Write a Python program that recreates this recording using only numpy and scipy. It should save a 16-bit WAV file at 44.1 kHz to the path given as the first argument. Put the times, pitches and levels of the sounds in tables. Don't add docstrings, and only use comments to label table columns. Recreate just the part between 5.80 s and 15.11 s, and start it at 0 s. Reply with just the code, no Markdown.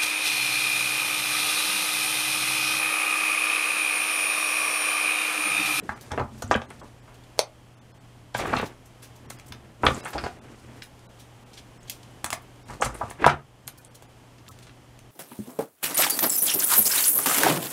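import sys
import numpy as np
from scipy import signal
from scipy.fft import rfft, irfft
from scipy.io import wavfile
from scipy.ndimage import uniform_filter1d

SR = 44100
rng = np.random.default_rng(int(sys.argv[2]) if len(sys.argv) > 2 else 0)


def master(y):
    cut = np.clip(np.atleast_2d(y).T, -1, 1)
    pcm = np.round(cut * 32767)
    wavfile.write(sys.argv[1], SR, pcm.astype(np.int16))


def voltage_ratio(decibels):
    exponent = np.asarray(decibels, float) / 20
    return 10 ** exponent


N = 410571


def rms_one(x):
    return x / np.sqrt(np.mean(x ** 2) + 1e-20)


def at_hz(points, hz):
    hz_points, values = np.transpose(points)
    return np.interp(np.log(np.maximum(hz, 1)), np.log(hz_points), values)


def coloured(x, spectrum):
    gain = voltage_ratio(at_hz(spectrum, np.fft.rfftfreq(N, 1 / SR)))
    return rms_one(irfft(rfft(x) * gain, N))


def band(x, low_hz, high_hz):
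    return signal.sosfilt(signal.butter(2, [low_hz, high_hz], "band", fs=SR, output="sos"), x)


def drift(rate_hz):
    r = np.exp(-2 * np.pi * rate_hz / SR)
    noise = rng.standard_normal(N + SR)
    return rms_one(signal.lfilter([1], [1, -2 * r, r * r], noise)[SR:])


def contacts(rows, spread, rise, slips_per_s, first_db, cycles):
    ladder, rise = np.linspace(-2, 2, num=30), np.clip(rise, 1e-4, .03)
    out = np.zeros(N + SR)
    for s, peak_db, centre_hz, t60 in rows:
        chance, luck = rng.standard_normal((2, 30)), rng.random((2, SR // 4))
        step = ladder + .025 * chance[0]
        hz = np.minimum(centre_hz * 2 ** (spread * step), .4 * SR)
        weight = np.exp(-step ** 2 / 2.0) * hz ** 0.53 * voltage_ratio(2.4 * chance[1])
        ring_samples = min(1500, int(cycles / hz.min() * SR))
        turns = np.outer(hz, np.arange(ring_samples) / SR)
        rings = np.sin(2 * np.pi * turns) * np.exp(-np.log(1000) / cycles * turns)
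        body = np.pad(weight @ rings, (0, 300))

        t60 = np.clip(t60, .004, .3)
        t = np.arange(min(SR // 4, int((rise + 1.2 * t60) * SR))) / SR
        force = np.minimum(t / rise, 1) * voltage_ratio(-60 * np.maximum(t - rise, 0) / t60)
        slips = ((luck[0] < slips_per_s / SR) * (2 * luck[1] - 1))[:len(t)]
        slips[round(rise * SR)] = voltage_ratio(first_db) * np.exp(-rise / 0.0044)
        sound = signal.fftconvolve(slips * force, body)
        sound = band(sound, hz.min(), hz.max())
        at = round(s * SR)
        out[at:at + len(sound)] += voltage_ratio(peak_db + 2.0) * sound / np.abs(sound).max()
    return out[:N]


# start in seconds, peak level in dB, middle pitch in Hz, time to fall 60 dB in seconds.
FIRM_KNOCKS = [(.376, -16.5, 860, 0.082), (.711, -8.5, 970, 0.11), (.817, -27, 900, .04),
               (1.278, -41, 1110, 0.33), (1.58, -35, 786, .016), (2.637, -26, 650, .032),
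               (2.797, -16.5, 1230, .047), (2.828, -19, 520, 0.029), (4.033, -13.5, 750, 0.14),
               (4.085, -13.5, 600, 0.035), (4.38, -17, 1730, 0.057), (4.438, -18, 1010, 0.057),
               (6.443, -13, 2440, 0.0078), (6.503, -22, 2000, 0.008), (6.528, -15, 1300, 0.018),
               (7.212, -26, 840, 0.03), (8.222, -37, 755, 0.024), (7.022, -10, 1100, 0.035)]


def firm_knocks():
    return contacts(FIRM_KNOCKS, spread=0.75, rise=0.001226, slips_per_s=2500, first_db=5.5, cycles=14)


# start in seconds, peak level in dB, middle pitch in Hz, time to fall 60 dB in seconds.
HOLLOW_KNOCKS = [
    (.091, -16.5, 1340, 0.037),
    (.415, -21, 570, 0.031),
    (.775, -33, 804, .059),
    (1.59, -8.5, 627, 0.015),
    (6.462, -27, 1380, 0.028),
    (7.442, -1.5, 1360, 0.019),
    (7.476, -8, 1300, 0.03),
    (8.664, -44, 2280, .013),
    (7.463, 2.3, 820, 0.026),
]


def hollow_knocks():
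    return contacts(HOLLOW_KNOCKS, spread=0.37, rise=.0014, slips_per_s=2500, first_db=5.5, cycles=14)


# start in seconds, peak level in dB, middle pitch in Hz, time to fall 60 dB in seconds.
GLANCING_KNOCKS = [(.172, -37, 1390, .026), (.33, -25.5, 690, .036), (.619, -23, 960, 0.038),
                   (.749, -10, 950, 0.03), (.903, -31.5, 1110, 0.036), (1.012, -35, 700, 0.12),
                   (2.545, -16, 1230, 0.04), (2.62, -30, 910, 0.029), (2.652, -22, 1100, 0.035),
                   (2.727, -14, 1110, 0.04), (2.765, -18, 1470, 0.095), (3.501, -29.5, 1660, 0.014),
                   (3.72, -29, 1830, 0.0088), (4.063, -2, 1480, 0.025), (4.46, -18, 850, 0.017),
                   (.115, -32.5, 1240, 0.11), (7.055, -19, 1150, 0.064), (7.307, -27, 1380, 0.01),
                   (7.495, -12, 1410, 0.034), (7.876, -29.5, 1290, 0.0056), (8.866, -43, 1250, 0.037)]


def glancing_knocks():
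    return contacts(GLANCING_KNOCKS, spread=0.73, rise=0.0053, slips_per_s=2500, first_db=5.5, cycles=14)


# start in seconds, peak level in dB, middle pitch in Hz, time to fall 60 dB in seconds.
SHOVES = [
    (.305, -25.5, 1080, 0.11),
    (.392, -19, 900, 0.03),
    (.742, -23, 1090, 0.048),
    (2.587, -20, 930, 0.058),
    (4.248, -24.5, 1140, 0.13),
    (4.325, -24.5, 1420, 0.052),
    (4.345, -18.5, 597, 0.091),
    (6.892, -32.5, 1100, 0.1),
    (6.998, -28.5, 540, 0.045),
    (7.143, -34.5, 1170, 0.033),
]


def shoves():
    return contacts(SHOVES, spread=0.58, rise=0.0099, slips_per_s=2500, first_db=5.5, cycles=14)


# start in seconds, peak level in dB, middle pitch in Hz, time to fall 60 dB in seconds.
CRACKS = [(.093, -37, 3380, 0.023), (.396, -34.5, 3200, 0.061), (.712, -22, 2600, 0.04),
          (.817, -34, 3150, 0.035), (1.586, -31, 8000, 0.008), (1.591, -5, 4920, 0.012),
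          (2.765, -26, 3200, 0.04), (4.0655, -10, 2800, 0.022), (2.785, -30, 6960, 0.025),
          (4.333, -27, 3900, 0.088), (4.44, -33, 4150, 0.23), (6.904, -35.5, 4750, 0.11),
          (7.022, -19.5, 5800, 0.071), (7.053, -26, 7300, 0.02), (7.443, -25, 3000, 0.05),
          (7.463, -12, 4600, 0.06), (7.494, -21, 4000, 0.08), (8.868, -40, 4430, 0.054),
          (8.582, -45, 3800, 0.056), (8.894, -40, 2400, .02)]


def cracks():
    return contacts(CRACKS, spread=0.63, rise=.0008, slips_per_s=6600, first_db=7, cycles=22)


# start in seconds, peak level in dB, middle pitch in Hz, time to fall 60 dB in seconds.
THIN_SNAPS = [(1.342, -41.5, 5100, 0.1), (3.587, -38, 7000, .015), (3.597, -32.5, 4150, 0.014),
              (3.722, -26, 5800, 0.011), (.21, -32, 10100, .12), (6.097, -17, 7700, 0.029),
              (6.443, -12, 7100, 0.017), (6.5035, -14, 7000, 0.005), (6.53, -18, 7900, 0.05),
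              (7.877, -18.5, 5700, 0.007), (8.222, -38, 7500, 0.054), (8.788, -36.5, 5600, 0.021),
              (9.19, -35, 5770, .008)]


def thin_snaps():
    return contacts(THIN_SNAPS, spread=0.82, rise=0.0012, slips_per_s=6600, first_db=7, cycles=22)


# start in seconds, peak level in dB, middle pitch in Hz, time to fall 60 dB in seconds.
PINGS = [(.903, -34.5, 8900, 0.019), (6.03, -46, 7150, .03), (6.31, -52, 9600, .02),
         (6.62, -43, 13000, .05), (.712, -26, 6500, 0.1), (.742, -15, 2940, 0.012),
         (4.052, -31, 8000, 0.02), (4.145, -31, 7100, 0.015), (4.248, -31, 8500, .064),
         (4.305, -30, 11500, 0.023), (4.38, -28, 2500, 0.037), (6.461, -21, 7600, 0.012),
         (7.012, -20.5, 6800, 0.23), (7.143, -35, 9500, 0.15), (7.19, -38, 12500, .02),
         (7.306, -36, 9500, .02), (7.871, -33, 8700, .018), (7.877, -17, 9950, 0.0067),
         (8.048, -30.5, 8950, 0.0089)]


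def pings():
    return contacts(PINGS, spread=0.21, rise=0.00065, slips_per_s=6600, first_db=7, cycles=22)


# start in seconds, peak level in dB, middle pitch in Hz, time to fall 60 dB in seconds.
SCUFFS = [(.315, -26.5, 4800, 0.017), (.62, -26, 6800, .025), (.758, -31, 5500, 0.012),
          (.993, -42.5, 5400, 0.11), (1.435, -47, 5250, .04), (2.542, -30, 4580, 0.59),
          (2.585, -27.5, 4600, .12), (2.731, -26, 2800, 0.043), (3.499, -29, 7800, 0.015),
          (5.019, -27, 3500, .03), (5.19, -48, 6450, .04), (5.731, -39.5, 5320, .12),
          (6.228, -42, 5260, 0.037), (8.678, -35, 3950, 0.015), (8.685, -30.5, 9400, 0.067)]


def scuffs():
    return contacts(SCUFFS, spread=0.57, rise=.0035, slips_per_s=6600, first_db=7, cycles=22)


# start in seconds, peak level in dB, middle pitch in Hz, time to fall 60 dB in seconds.
BRUSHES = [(2.56, -32, 10000, 0.11), (2.655, -43, 10000, 0.12), (2.85, -40, 8260, 0.081),
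           (7.66, -64.5, 9000, .1), (4.27, -35, 11500, 0.11), (.57, -46, 7460, 0.24),
           (3.218, -37, 7500, .18), (3.35, -48, 8500, .06), (3.655, -45, 8500, 0.07),
           (3.52, -46, 8500, 0.11), (4.955, -53, 8500, .1), (5.02, -40, 10000, .15),
           (5.385, -44, 6400, .16), (5.768, -35.5, 4500, 0.066), (6.07, -38.5, 5260, .063),
           (6.105, -37.5, 7050, 0.23), (7.972, -37, 10100, 0.099), (8.143, -35, 8600, 0.018),
           (8.817, -42, 4670, 0.079)]


def brushes():
    return contacts(BRUSHES, spread=0.7, rise=.013, slips_per_s=6600, first_db=7, cycles=22)


# start in seconds, peak level in dB, middle pitch in Hz, time to fall 60 dB in seconds.
RUBS = [(7.207, -18, 950, .06), (7.016, -14, 1000, .03), (7.042, -18, 7500, .07), (7.298, -30, 9500, .04),
        (7.09, -30, 1000, .04), (4.36, -24, 600, .06), (4.1, -20, 800, .06), (4.455, -25, 700, .05),
        (2.732, -13, 1200, .02), (2.576, -30, 8800, .03), (2.595, -33, 7500, .05), (2.855, -36, 4500, .05),
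        (6.51, -33, 8000, .06), (.02, -35, 330, .2), (.405, -19, 800, .05), (7.23, -30, 600, .04),
        (7.025, -23, 3600, .12), (7.05, -25, 4200, .07), (2.6, -29, 2600, .1), (2.69, -28, 1500, .08),
        (2.78, -27, 3000, .1), (4.25, -30, 2200, .15), (3.22, -46, 2000, .2), (3.054, -46, 9000, .08),
        (.33, -31, 330, .2), (7.483, -14, 1500, .06), (3.678, -42, 9000, .05)]


def rubs():
    return contacts(RUBS, spread=.4, rise=.006, slips_per_s=4000, first_db=3, cycles=16)


# start in seconds, peak level in dB, middle pitch in Hz, time to fall 60 dB in seconds.
TICKS = [(4.039, -12, 900, .008), (7.448, -8, 1400, .01), (7.2975, -32, 2500, .006),
         (7.311, -27, 2500, .008), (7.238, -35, 2500, .006), (6.5265, -18, 3000, .005),
         (6.5295, -9, 5000, .004), (1.5795, -40, 6000, .006), (2.815, -30, 7500, .01),
         (7.48, -8, 1300, .01), (7.003, -41, 3000, .006), (6.759, -42, 4000, .006), (6.956, -40, 7000, .01),
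         (4.118, -30, 9000, .01), (.712, -8, 1500, .004), (.706, -36, 7000, .008), (.903, -36, 3500, .01),
         (3.748, -40, 2500, .006), (8.049, -38, 5000, .005), (3.587, -40, 2500, .006)]


def ticks():
    return contacts(TICKS, spread=.7, rise=.0005, slips_per_s=2500, first_db=9, cycles=10)


# start in seconds, peak level in dB, middle pitch in Hz, time to fall 60 dB in seconds.
RINGS = [(1.592, -21, 605, .015), (1.591, -17, 8800, .012), (1.591, -24, 4150, .008),
         (4.145, -32, 7500, .08), (4.248, -28, 8600, .03), (4.38, -29, 4700, .05), (4.438, -33, 4700, .12),
         (7.463, -20, 9700, .015), (2.766, -24, 4100, .02), (6.529, -28, 680, .015),
         (4.052, -30, 10500, .03), (.625, -33, 6300, .05), (.677, -40, 7400, .006),
         (3.228, -42, 10500, .05), (3.503, -34, 8700, .04)]


def rings_left():
    return contacts(RINGS, spread=.08, rise=.0007, slips_per_s=4000, first_db=7, cycles=28)


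def bounce(x):
    start_s, end_s, share, late_samples = 6.4, 7.35, .35, 5
    t = np.arange(N) / SR
    close = (t > start_s) * (t < end_s)
    return x + close * share * (np.roll(x, late_samples) - x) / (1 + share)


def ring(clicks, hz, t60):
    r, w = voltage_ratio(-60 / (t60 * SR)), 2 * np.pi * hz / SR
    return signal.lfilter([0, np.sin(w)], [1, -2 * r * np.cos(w), r * r], clicks + 1e-18)


# pitch in Hz, level in dB, time to fall 60 dB in seconds.
TABLE_MODES = [(63.2, -15, 0.085), (84, 3.5, 0.2), (127.7, 5.5, 0.14), (223.7, 2, 0.25), (246.3, 1, 0.16)]


def table(pushes):
    return sum(voltage_ratio(db) * ring(pushes, hz, t60) for hz, db, t60 in TABLE_MODES)


# start in seconds, peak level in dB, pitch in Hz, time to fall 60 dB in seconds.
THUDS = [(0.091, -30, 196, 0.069), (0.318, -28.5, 90, 0.13), (0.39, -31, 86, 0.21), (0.64, -30, 99, 0.25),
         (0.697, -26, 79, 0.11), (0.757, -17.5, 213, 0.092), (2.549, -33.5, 121, 0.34),
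         (2.6, -37.5, 246, 0.12), (2.728, -28.5, 249, 0.33), (3.462, -41, 125, 0.1),
         (3.706, -36, 102, 0.11), (4.035, -26, 81.3, 0.083), (4.065, -17.5, 79, 0.2),
         (4.346, -27.5, 64.3, 0.28), (4.435, -26, 76, 0.12), (6.441, -32, 326, 0.06),
         (6.526, -40, 382, 0.093), (6.888, -38, 45.8, 0.43), (7.042, -28.5, 55, 0.6),
         (7.061, -25, 122, 0.12), (7.234, -31, 107, 0.2), (7.532, -29.5, 74.5, 0.18),
         (7.461, -16.5, 142.6, 0.32), (7.861, -40.5, 136, 0.27), (8.686, -45.5, 97, 0.3)]


def thuds():
    t, out, pushes = np.arange(SR // 4) / SR, np.zeros(N), np.zeros(N)
    for s, peak_db, hz, t60 in THUDS:
        at = round(s * SR)
        swell = (1 - np.exp(-t / .004)) * voltage_ratio(-60 * t / t60)
        out[at:at + len(t)] += voltage_ratio(peak_db) * swell * np.sin(2 * np.pi * hz * t)
        pushes[at] = voltage_ratio(peak_db - 12.5)
    return out + table(pushes)


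def grains(per_s, spread_db):
    sizes = voltage_ratio(spread_db * np.minimum(rng.exponential(1, N), 5)) * rng.choice([-1, 1], N)
    chance = per_s * voltage_ratio(4 * drift(25)) / SR
    return sizes * (rng.random(N) < chance)


# start in seconds, hold in seconds, card level in dB,
# bright rustle in dB above the card, table rumble in dB above the card.
STROKES = [(0.0, 0.36, -51, -8, -9), (0.399, 0.022, -55, -10, 24), (0.53, 0.57, -54, -9, 5.5),
           (2.59, 0.12, -33, -17, -8), (2.746, 0.094, -32.5, -15.5, -6.5), (3.414, 0.49, -56.5, -21, 2.5),
           (4.061, 0.069, -33.5, -10, 4.5), (4.163, 0.29, -40, -11, -19), (4.46, 0.528, -50, -13, -1.5),
           (6.891, 0.051, -44.5, -9, -1.5), (7.097, 0.21, -46, -10.5, -7.5), (7.424, 0.081, -27, -26, -34),
           (8.676, 0.17, -60, -3, -8)]
# pitch in Hz, level in dB per Hz.
SLIP = [(200, 5), (350, 9.5), (600, 2.5), (1100, -2), (1800, -3), (2800, -8), (4500, -25), (10000, -57)]
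# pitch in Hz, level in dB per Hz.
RUSTLE = [(900, -40.5), (2000, -26), (3500, -3), (6000, -4), (9000, -5), (12000, -14.5), (16000, -23)]


def drags():
    rise_db_per_s, fall_db_per_s = 488, 235
    t, levels = np.arange(N) / SR, np.zeros((3, N))
    for s, hold, card_db, rustle_db, rumble_db in STROKES:
        before, after = np.maximum(s - t, 0), np.maximum(t - s - hold, 0)
        lost_db = rise_db_per_s * before + fall_db_per_s * after
        layers_db = np.array([0, rustle_db, rumble_db]) + card_db
        levels += np.outer(voltage_ratio(layers_db), voltage_ratio(-lost_db))
    card = coloured(grains(2500, 3), SLIP)
    rustle = coloured(grains(6000, 2.8), RUSTLE)
    rumble = rms_one(table(rng.standard_normal(N)))
    return levels[0] * card + levels[1] * rustle + levels[2] * rumble


# pitch in Hz, time to fall 60 dB in seconds.
ROOM_T60 = [(150, 0.29), (1000, 0.2), (4000, 0.13), (12000, 0.098)]


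def room():
    t = np.arange(SR // 2) / SR
    edges = 80 * 2. ** np.arange(9)
    tail = np.zeros(len(t))
    for low, high in zip(edges, edges[1:]):
        decay = voltage_ratio(-60 * t / at_hz(ROOM_T60, 1.4 * low))
        tail += band(rng.standard_normal(len(t)), low, high) * decay
    spectrum = rfft(tail)
    even = spectrum / np.sqrt(uniform_filter1d(np.abs(spectrum) ** 2, size=100))
    bass_loss = np.minimum(np.fft.rfftfreq(len(t), 1 / SR) / 1100, 1)
    tail = irfft(even * bass_loss, len(t)) * (t < .4)
    tail = tail * np.clip(t / 0.0011, 0, 1)
    return voltage_ratio(-4) * tail / np.sqrt(np.sum(tail ** 2))


# pitch in Hz, level in dB per Hz.
FAN = [(90, -53), (150, -16), (260, -2), (400, -7), (800, -7.5), (1500, -15), (2600, -17.5), (3150, -16),
       (3700, -22.5), (7500, -25), (10000, -27.5), (15000, -36.5), (16500, -49.5)]


def background():
    hum_hz, hum_db, flutter_db = 120.0, -54, .4
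    rumble_db, fan_db = -55.5, -54.5
    hum_level = np.sqrt(2) * voltage_ratio(hum_db + flutter_db * drift(17))
    hum = hum_level * np.sin(2 * np.pi * hum_hz * np.arange(N) / SR)
    rumble = voltage_ratio(rumble_db) * rms_one(band(rng.standard_normal(N), 22, 171))
    fan = voltage_ratio(fan_db + 1.0 * drift(0.69)) * coloured(rng.standard_normal(N), FAN)
    return hum + rumble + fan


def scene():
    knocks = firm_knocks() + hollow_knocks() + glancing_knocks() + shoves()
    snaps = cracks() + thin_snaps() + pings() + scuffs() + brushes()
    details = rubs() + ticks() + rings_left()
    hands = bounce(knocks + snaps + details)
    echoes = signal.fftconvolve(hands, room())[:N]
    work = hands + echoes + thuds() + drags()
    low_cut = signal.butter(2, 48, "high", fs=SR, output="sos")
    return (signal.sosfilt(low_cut, work) + background())[None]


# middle in seconds, lowest lost pitch in Hz, share lost from 0 to 1.
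DROPOUTS = [(.02, 2800, .8), (.15, 2200, .8), (.873, 2500, .9), (1.022, 2500, .8), (1.213, 3000, .7),
            (1.96, 3200, .9), (2.003, 2500, .95), (2.131, 1500, .9), (2.195, 2500, .8), (3.478, 2500, .85),
            (3.58, 3000, .7), (4.222, 1500, .9), (4.605, 1500, .9), (5.28, 1100, 1), (5.65, 1500, .7),
            (5.993, 2500, .8), (6.845, 1500, .8), (8.0, 1200, .6), (8.095, 3500, 1), (8.275, 3000, .8),
            (8.7, 1000, .85)]


def treble_dropouts(x):
    out, fade = x.copy(), signal.windows.tukey(1500, .7)
    t = np.arange(len(fade)) / SR
    for s, edge_hz, share in DROPOUTS:
        at = max(round(s * SR) - 750, 0)
        high_pass = signal.butter(6, edge_hz, "high", fs=SR, output="sos")
        treble = signal.sosfiltfilt(high_pass, x[at:at + len(fade)])
        hz = edge_hz * 2 ** rng.uniform(-.2, 1.9, size=(4, 1))
        kept = .4 * treble.std() * np.sin(2 * np.pi * hz * t).sum(axis=0)
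        out[at:at + len(fade)] -= fade * (share * treble - kept)
    return out


def band_limit(x):
    return signal.sosfilt(signal.butter(12, 16830, fs=SR, output="sos"), x)


def record(dry):
    level_db = 10 * np.log10(uniform_filter1d(dry[0] ** 2, size=441) + 1e-12)
    creep_db = 3.2 * np.arange(N) / SR
    wanted_db = 0.26 * np.maximum(level_db + 24.0, 0)
    held_db = np.maximum.accumulate(wanted_db + creep_db) - creep_db
    duck_db = signal.lfilter([.001], [1, -.999], held_db)
    clipped = np.clip(dry[0] * voltage_ratio(-duck_db), -1, 1)
    top_cut = signal.cheby2(12, 40, 16100, fs=SR, output="sos")
    mix = treble_dropouts(signal.sosfilt(top_cut, clipped))[None]
    return band_limit(mix)


dry = scene()
out = record(dry)
master(out)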